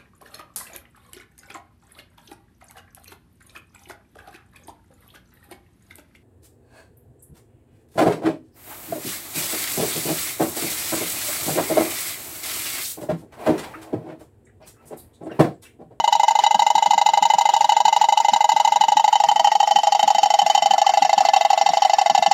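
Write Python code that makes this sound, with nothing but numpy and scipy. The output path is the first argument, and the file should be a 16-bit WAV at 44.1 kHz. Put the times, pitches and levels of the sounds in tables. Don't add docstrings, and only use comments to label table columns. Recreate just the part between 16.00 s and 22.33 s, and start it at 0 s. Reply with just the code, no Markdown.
import sys
import numpy as np
from scipy import signal
from scipy.fft import rfft, irfft
from scipy.io import wavfile
from scipy.ndimage import uniform_filter1d

SR = 44100
rng = np.random.default_rng(int(sys.argv[2]) if len(sys.argv) > 2 else 0)


def voltage_ratio(decibels):
    exponent = np.asarray(decibels, float) / 20
    return 10 ** exponent


def materialize(psi):
    bounded = np.clip(np.atleast_2d(psi).T, -1, 1)
    quanta = np.round(bounded * 32767).astype(np.int16)
    wavfile.write(sys.argv[1], SR, quanta)


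N = 279153


def unit(x):
    return x / np.sqrt(np.mean(x ** 2))


def butter(x, order, hz, kind):
    return signal.sosfilt(signal.butter(order, hz, kind, fs=SR, output="sos"), x)


def colour(x, points):
    hz, db = np.transpose(points)
    grid_hz = np.fft.rfftfreq(2048, 1 / SR) + 1
    log_gain = np.interp(np.log(grid_hz), np.log(hz), db) * np.log(10) / 20
    cepstrum = irfft(log_gain)
    cepstrum[1:1024] *= 2
    cepstrum[1025:] = 0
    return signal.fftconvolve(x, irfft(np.exp(rfft(cepstrum))))[:N]


def place(times_s, shapes):
    out = np.zeros(N + 2 * SR)
    length = shapes.shape[1]
    for s, shape in zip(times_s, shapes):
        start = int((s + 1) * SR)
        out[start:start + length] += shape
    return out[SR:SR + N]


def walk(rate_hz):
    hold = int(SR / rate_hz)
    steps = np.repeat(rng.standard_normal(N // hold + 1), hold)
    return unit(uniform_filter1d(steps, hold)[:N])


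def puff(t, rise_s, decay_s):
    return t / rise_s * np.exp(1 - t / decay_s)


def between(s, views_s):
    return np.array([np.interp(s, views_s, one) for one in np.eye(len(views_s))])


# time in seconds, peak in dB, pitch in Hz.
GUSTS = [(0.006, -45, 200), (0.556, -31.5, 198), (0.752, -35.5, 312), (0.876, -35.5, 178),
         (0.953, -39, 285), (1.222, -35, 204), (1.351, -40, 183), (1.851, -39.5, 326), (2.328, -36, 192),
         (2.539, -41, 269), (2.804, -39, 187), (2.889, -39, 231), (2.963, -35.5, 265), (3.275, -39, 176),
         (3.41, -41, 183), (3.76, -37, 271), (4.039, -36, 187), (4.153, -39.1, 209), (4.228, -33, 185),
         (4.432, -38, 175.3), (4.629, -40, 172), (4.705, -37, 204), (5.022, -32, 258),
         (5.179, -33.5, 190.3), (5.707, -37.5, 181.2), (6.112, -33, 190), (6.193, -35, 188),
         (6.279, -33, 180)]


def gusts():
    s, peak_db, hz = np.transpose(GUSTS)
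    t = np.arange(SR // 10) / SR
    level = voltage_ratio(peak_db)[:, None]
    eddy_s = t + 0.22 * 0.0071 * (1 - np.exp(-t / 0.0047))
    start_turn = rng.random((len(s), 1))
    thump = np.sin(2 * np.pi * (hz[:, None] * eddy_s + start_turn))
    thumps = place(s - 0.007, level * puff(t, 0.0069, 0.0053) * thump)
    rumble_hz_db = [(30, -10), (70, -17), (120, -0.5), (190, 10.5), (320, 4.0), (520, -35), (2000, -88.0)]
    rumble = unit(colour(rng.standard_normal(N), rumble_hz_db))
    flutter = voltage_ratio(-60 + 3.7 * walk(18))
    flutter = flutter + voltage_ratio(-5.0) * place(s - 0.009, level * puff(t, 0.013, 0.0092))
    return thumps + rumble * flutter


# frequency in Hz, gain in dB.
SPLASH_COLOUR = [(40, -55), (110, -26), (200, -6), (400, 0), (1100, 4), (1700, 5.5), (3000, 0),
                 (7000, -1.5), (9500, -8.5), (12000, -7), (15700, -5)]
# time in seconds, splash level in dB.
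JET_FLOW = [
    (0, -39),
    (1, -39),
    (2, -37),
    (3, -39.5),
    (4, -36.5),
    (5, -37),
    (6.33, -37),
]


def water():
    hits = rng.random(N) < 2500 / SR
    drops = hits * rng.standard_normal(N) * voltage_ratio(1.6 * rng.exponential(size=N))
    hiss = rng.standard_normal(N) * voltage_ratio(2.5 * walk(20))
    spray = unit(hiss + voltage_ratio(-10.5) * unit(drops))
    edges_hz = 40 * 2. ** np.arange(0, 9.1, 0.75)
    splash = 0
    for band_hz in zip(edges_hz, edges_hz[1:]):
        splash = splash + butter(spray, 2, band_hz, "band") * voltage_ratio(2.3 * walk(70))
    flow_db = np.interp(np.arange(N) / SR, *np.transpose(JET_FLOW))
    return unit(colour(splash, SPLASH_COLOUR)) * voltage_ratio(flow_db)


# time in seconds, peak in dB, pitch in Hz.
BUBBLES = [
    (4.504, -23, 1150),
    (4.844, -21, 1150),
    (4.921, -34, 1550),
]


def drips():
    s, peak_db, hz = np.transpose(BUBBLES)[:, :, None]
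    t = np.arange(SR // 20) / SR
    bubble = np.sin(2 * np.pi * hz * (0.92 * t + 6.3 * t ** 2)) * puff(t, 0.0041, 0.0029)
    return place(s[:, 0], voltage_ratio(peak_db + 1.5) * bubble)


TIN_VIEWS_S = (2.64, 3.5, 4.6, 5.1)
# time in seconds, lateness in ms, force in dB.
WHEEL_SLIP = [(0, 1.5, 1), (0.668, -7, 1), (0.772, -4.5, 1.5), (1.11, -12.5, 0.5), (1.302, -3, 1.5),
              (1.668, -13.5, 1.5), (2.34, -3.5, 1), (2.71, -5.5, 1), (2.812, -1.2, 2), (3.358, 1.34, 1),
              (3.792, -0.94, -0.5), (3.922, 4.5, 0.5), (4.292, -3.5, 0.5), (4.69, 1, 0), (5.391, -4.5, 2.2),
              (5.491, 5.5, 0.5), (5.801, 7, 0.5), (6.33, 27, 2)]
# place in the turn in seconds, peak in dB, clang and sizzle in dB against the peak.
FLAP_EDGES = [
    (.041, -5.5, -18, -19),
    (0.077, -3, -19.5, -21.5),
    (0.126, -4, -18, -20),
    (0.153, -5, -20.5, -22.5),
]


def slaps():
    turn_s, loudest_db = 0.158, -2.5
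    scatter_db = (0.77, 1.15, 0.5)
    clang_view_db, sizzle_view_db = (-0.77, 1.5, 2.5, 0.5), (0.64, -0.42, 2.6, -0.32)
    edge_count = len(FLAP_EDGES)
    count = np.arange(-1, int(N / SR / turn_s) * edge_count - 1)
    edge = count % edge_count
    at_s, peak_db, clang_db, sizzle_db = np.transpose(FLAP_EDGES)[:, edge]
    steady_s = count // edge_count * turn_s + at_s
    when_s, late_ms, force_db = np.transpose(WHEEL_SLIP)
    s = steady_s + np.interp(steady_s, when_s, late_ms) / 1000
    chance_db = (rng.standard_normal((len(s), 3)) * scatter_db).T
    view = between(s, TIN_VIEWS_S)
    peak_db = np.minimum(peak_db + np.interp(s, when_s, force_db) + chance_db[0], loudest_db)
    clang_db = clang_db + clang_view_db @ view + chance_db[1]
    sizzle_db = sizzle_db + sizzle_view_db @ view + chance_db[2]
    return s, edge, peak_db, clang_db, sizzle_db


def touch(s, edge, db):
    edge_brush_db = np.array((-12.5, -18.5, -9.5, -22))
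    t = np.arange(SR // 40) / SR
    chance = rng.standard_normal((len(s), 2, len(t)))
    swell = np.exp((t - t[-1]) / 0.0067)
    brush = chance[:, 0] * swell * voltage_ratio(db + edge_brush_db[edge])[:, None]
    tick = chance[:, 1] * np.exp(-t / 0.0014) * voltage_ratio(0.61 * db)[:, None]
    return place(s - t[-1], brush), place(s + 0.00081, tick)


# chatter length in seconds, chatter in dB, blow in dB.
EDGE_CHATTER = [(0.025, -5.5, -7.5), (0.018, -6, -1.5), (0.017, -3, -5), (0.017, -4, -4)]


def contact(edge):
    t = np.arange(SR // 20) / SR
    lasts_s, chatter_db, blow_db = np.transpose(EDGE_CHATTER)[:, edge, None]
    chance = rng.standard_normal((len(edge), 2, len(t)))
    habit = rng.standard_normal((len(EDGE_CHATTER), len(t)))[edge]
    grit = (chance[:, 0] + 1.53 * habit * np.exp(-t / 0.011)) * voltage_ratio(1.0 * chance[:, 1])
    blow = voltage_ratio(blow_db) * puff(t, 0.0022, 0.0025)
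    slip_off = 1 / (1 + np.exp((t - lasts_s) / 0.00033))
    slide = np.exp(-t / 0.025) * slip_off + voltage_ratio(2.0) * np.exp(-t / 0.012)
    return grit * (blow + voltage_ratio(chatter_db) * (1 - np.exp(-t / 0.0017)) * slide)


# frequency in Hz, t60 in seconds.
DRUM_MODES = [(612, 0.082), (647, 0.12), (671, 0.066), (742, 0.07), (810, .041), (843, 0.066), (875, 0.024),
              (917, 0.063), (954, 0.061)]
DRUM_SIDE = [(0.034, -0.024, 0.029, 0.053, 0.14, -0.45, -0.52, 0.34, 0.007),
             (0.096, -0.082, 0.032, 0.011, 1, -0.5, -0.47, -0.37, 0.57),
             (0.011, -0.071, 0.011, 0.02, -0.22, -2.5, -0.38, 0.86, 0.037),
             (0.035, -0.091, 0.059, 0.013, 1, -0.25, -0.3, -1.03, 0.16)]
DRUM_HALF = [(-.01, 0.053, -0.24, 0.12, 0.63, -0.89, -0.19, 0.16, 0.016),
             (-.01, 0.16, -0.36, -0.15, 1.57, -0.89, 0.031, -0.33, 0.24),
             (-.01, .03, -0.054, -0.0021, 1.4, -.99, -0.31, 0.21, 0.019),
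             (-.01, 0.008, -0.22, -0.15, 1.14, -0.69, 0.0071, -0.37, 0.11)]
DRUM_MOUTH = [(0.029, 0.0071, -0.32, 0.24, 0.76, -0.29, -0.22, -0.07, -0.026),
              (0.015, 0.086, -0.31, -0.19, 0.93, -0.31, -0.15, -0.03, -0.1),
              (0.0099, 0.037, -0.018, -0.21, 1.8, -0.035, -0.6, 0.094, -.08),
              (-0.011, 0.093, -0.16, -0.47, 0.86, -0.29, 0.2, -0.15, -0.032)]


def drum(s, peak_db, edge):
    views_s = (2.7, 3.58, 5.13)
    push_s = np.array((0.0016, 0.0012, 0.0028, 0.0032))
    t = np.arange(SR // 6) / SR
    hz, t60_s = np.transpose(DRUM_MODES)
    views = np.array([DRUM_SIDE, DRUM_HALF, DRUM_MOUTH])
    chance = rng.standard_normal((len(s), 2, len(hz)))
    share = np.einsum("ve,vem->em", between(s, views_s), views[:, edge])
    share = share * voltage_ratio(0.43 * chance[:, 0])
    pitch_hz = hz * (1 + 0.0072 * chance[:, 1])
    decay = np.exp(-np.log(1000) * t / t60_s[:, None])
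    modes = np.sin(2 * np.pi * pitch_hz[..., None] * t) * decay
    notes = np.einsum("em,emt->et", share, modes)
    notes = notes * (1 - np.exp(-(t / push_s[edge, None]) ** 2))
    notes = butter(notes, 2, 480., "high")
    return place(s, notes * (voltage_ratio(peak_db) / abs(notes).max(axis=1))[:, None])


def ring(clang, sizzle, modes):
    out = 0
    for hz, width_hz, db in modes:
        force = clang if hz < 4250 else sizzle
        pole = np.exp((2j * hz - width_hz) * np.pi / SR)
        out = out + voltage_ratio(db) * (1 - abs(pole)) * signal.lfilter([1], [1, -pole], force).imag
    return out


# frequency in Hz, width in Hz, level in dB.
WALL_SIDE = [(1280, 37, -10.5), (1625, 24, -2.5), (2106, 17, -40), (2055, 42, 1.5), (2920, 20, -9),
             (2984, 40, 3), (2935, 38, -5), (3866, 79, 0.5), (4120, 63, -7), (4404, 44, -8), (4740, 85, -9),
             (5170, 130, -12.5), (5730, 28, -7), (5620, 65, -8), (6600, 89, -5), (7130, 100, -5),
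             (8150, 100, -8), (8740, 37, -31.5), (11300, 220, -14.5), (11800, 130, -12)]
# frequency in Hz, width in Hz, level in dB.
WALL_HALF = [(1110, 40, -5), (1295, 220, -6), (1923, 53, 4.5), (2153, 120, -2), (2920, 10.4, -0.5),
             (2817, 37.6, -0.5), (3042, 35.4, 12.5), (3798, 33, 0.5), (4580, 20, -1), (4384, 810, -3.5),
             (5530, 50, 6), (5940, 26, -22), (6800, 63, 1), (6800, 48, -2), (8030, 99, -1.5),
             (7600, 55, -7), (9830, 100, -6), (11580, 200, -5.5)]
# frequency in Hz, width in Hz, level in dB.
WALL_MOUTH = [(1106, 30, 0.5), (1384, 52, -10), (1746, 16, 6), (2052, 34, 3), (2127, 41, -2),
              (2722, 30, -1.5), (3055, 70, -5), (2957, 110, -2), (3762, 58, -1), (4105, 48.5, -4.5),
              (4500, 210, -0.5), (5100, 33, -3), (5590, 35, 3), (5420, 57, -3), (6950, 60, -7),
              (6500, 140, -8), (7900, 96, -6), (8400, 49, -27), (9800, 270, -22), (11760, 240, -9.5)]


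def walls(clang, sizzle):
    late = [m for m in WALL_MOUTH if m[0] < 2500] + [m for m in WALL_HALF if m[0] > 2500]
    views = [unit(ring(clang, sizzle, modes)) for modes in (WALL_SIDE, WALL_HALF, late, WALL_MOUTH)]
    heard = (between(np.arange(N) / SR, TIN_VIEWS_S) * views).sum(axis=0)
    return butter(heard, 3, 800., "high")


# frequency in Hz, gain in dB.
CRACK_COLOUR = [(900, -39.5), (2300, -19.5), (3400, -14), (5000, 4.5), (7100, 28.5), (9000, 7),
                (13000, -22), (15700, 2)]


def can():
    s, edge, peak_db, clang_db, sizzle_db = slaps()
    s = s - 0.0026
    bend_s = s + 0.0008
    force = contact(edge)
    spray = voltage_ratio(-36.0 + 3.2 * walk(45)) * rng.standard_normal(N)
    t = np.arange(force.shape[1]) / SR
    knock = voltage_ratio(12.5) * np.exp(-((t - 0.0008) / 0.00007) ** 2)
    clang = place(bend_s, (knock + voltage_ratio(2.0) * force) * voltage_ratio(peak_db + clang_db + 21)[:, None])
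    sizzle = place(bend_s, force * voltage_ratio(peak_db + sizzle_db + 23.5)[:, None])
    brush, tick = touch(bend_s, edge, peak_db + sizzle_db + 25.5)
    tick = butter(tick, 2, 8000., "high")
    spray = spray + brush
    ringing = walls(clang + spray, sizzle + spray)
    hum = butter(spray + voltage_ratio(3.5) * brush, 2, (718, 907), "band")
    crack = unit(colour(sizzle + brush, CRACK_COLOUR))
    out = drum(s, peak_db, edge) + voltage_ratio(-8.5) * hum
    out = out + voltage_ratio(-27.5) * ringing + voltage_ratio(-33) * crack
    return out + voltage_ratio(-43.5) * unit(tick)


def scene():
    return (gusts() + water() + drips() + can())[None]


def low_pass(x):
    return signal.sosfilt(signal.butter(12, 15750, fs=SR, output="sos"), x)


# frequency in Hz, gain in dB.
PHONE_COLOUR = [(1500, -1), (1680, -9), (2000, 1), (2360, -5.5), (2700, 2.5), (7250, -0.5), (7700, -17),
                (8500, -11.5), (9500, -23), (10600, -13), (11800, -11.5), (12700, -15.5), (14000, -21),
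                (15700, -23)]


def record(dry):
    x = np.tanh(0.91 * colour(dry[0], PHONE_COLOUR)) / 0.83
    x = butter(x[None], 2, 80., "high")
    x = signal.sosfilt(signal.ellip(8, 0.2, 60, 15750, fs=SR, output="sos"), x)
    return low_pass(x)


dry = scene()
out = record(dry)
materialize(out)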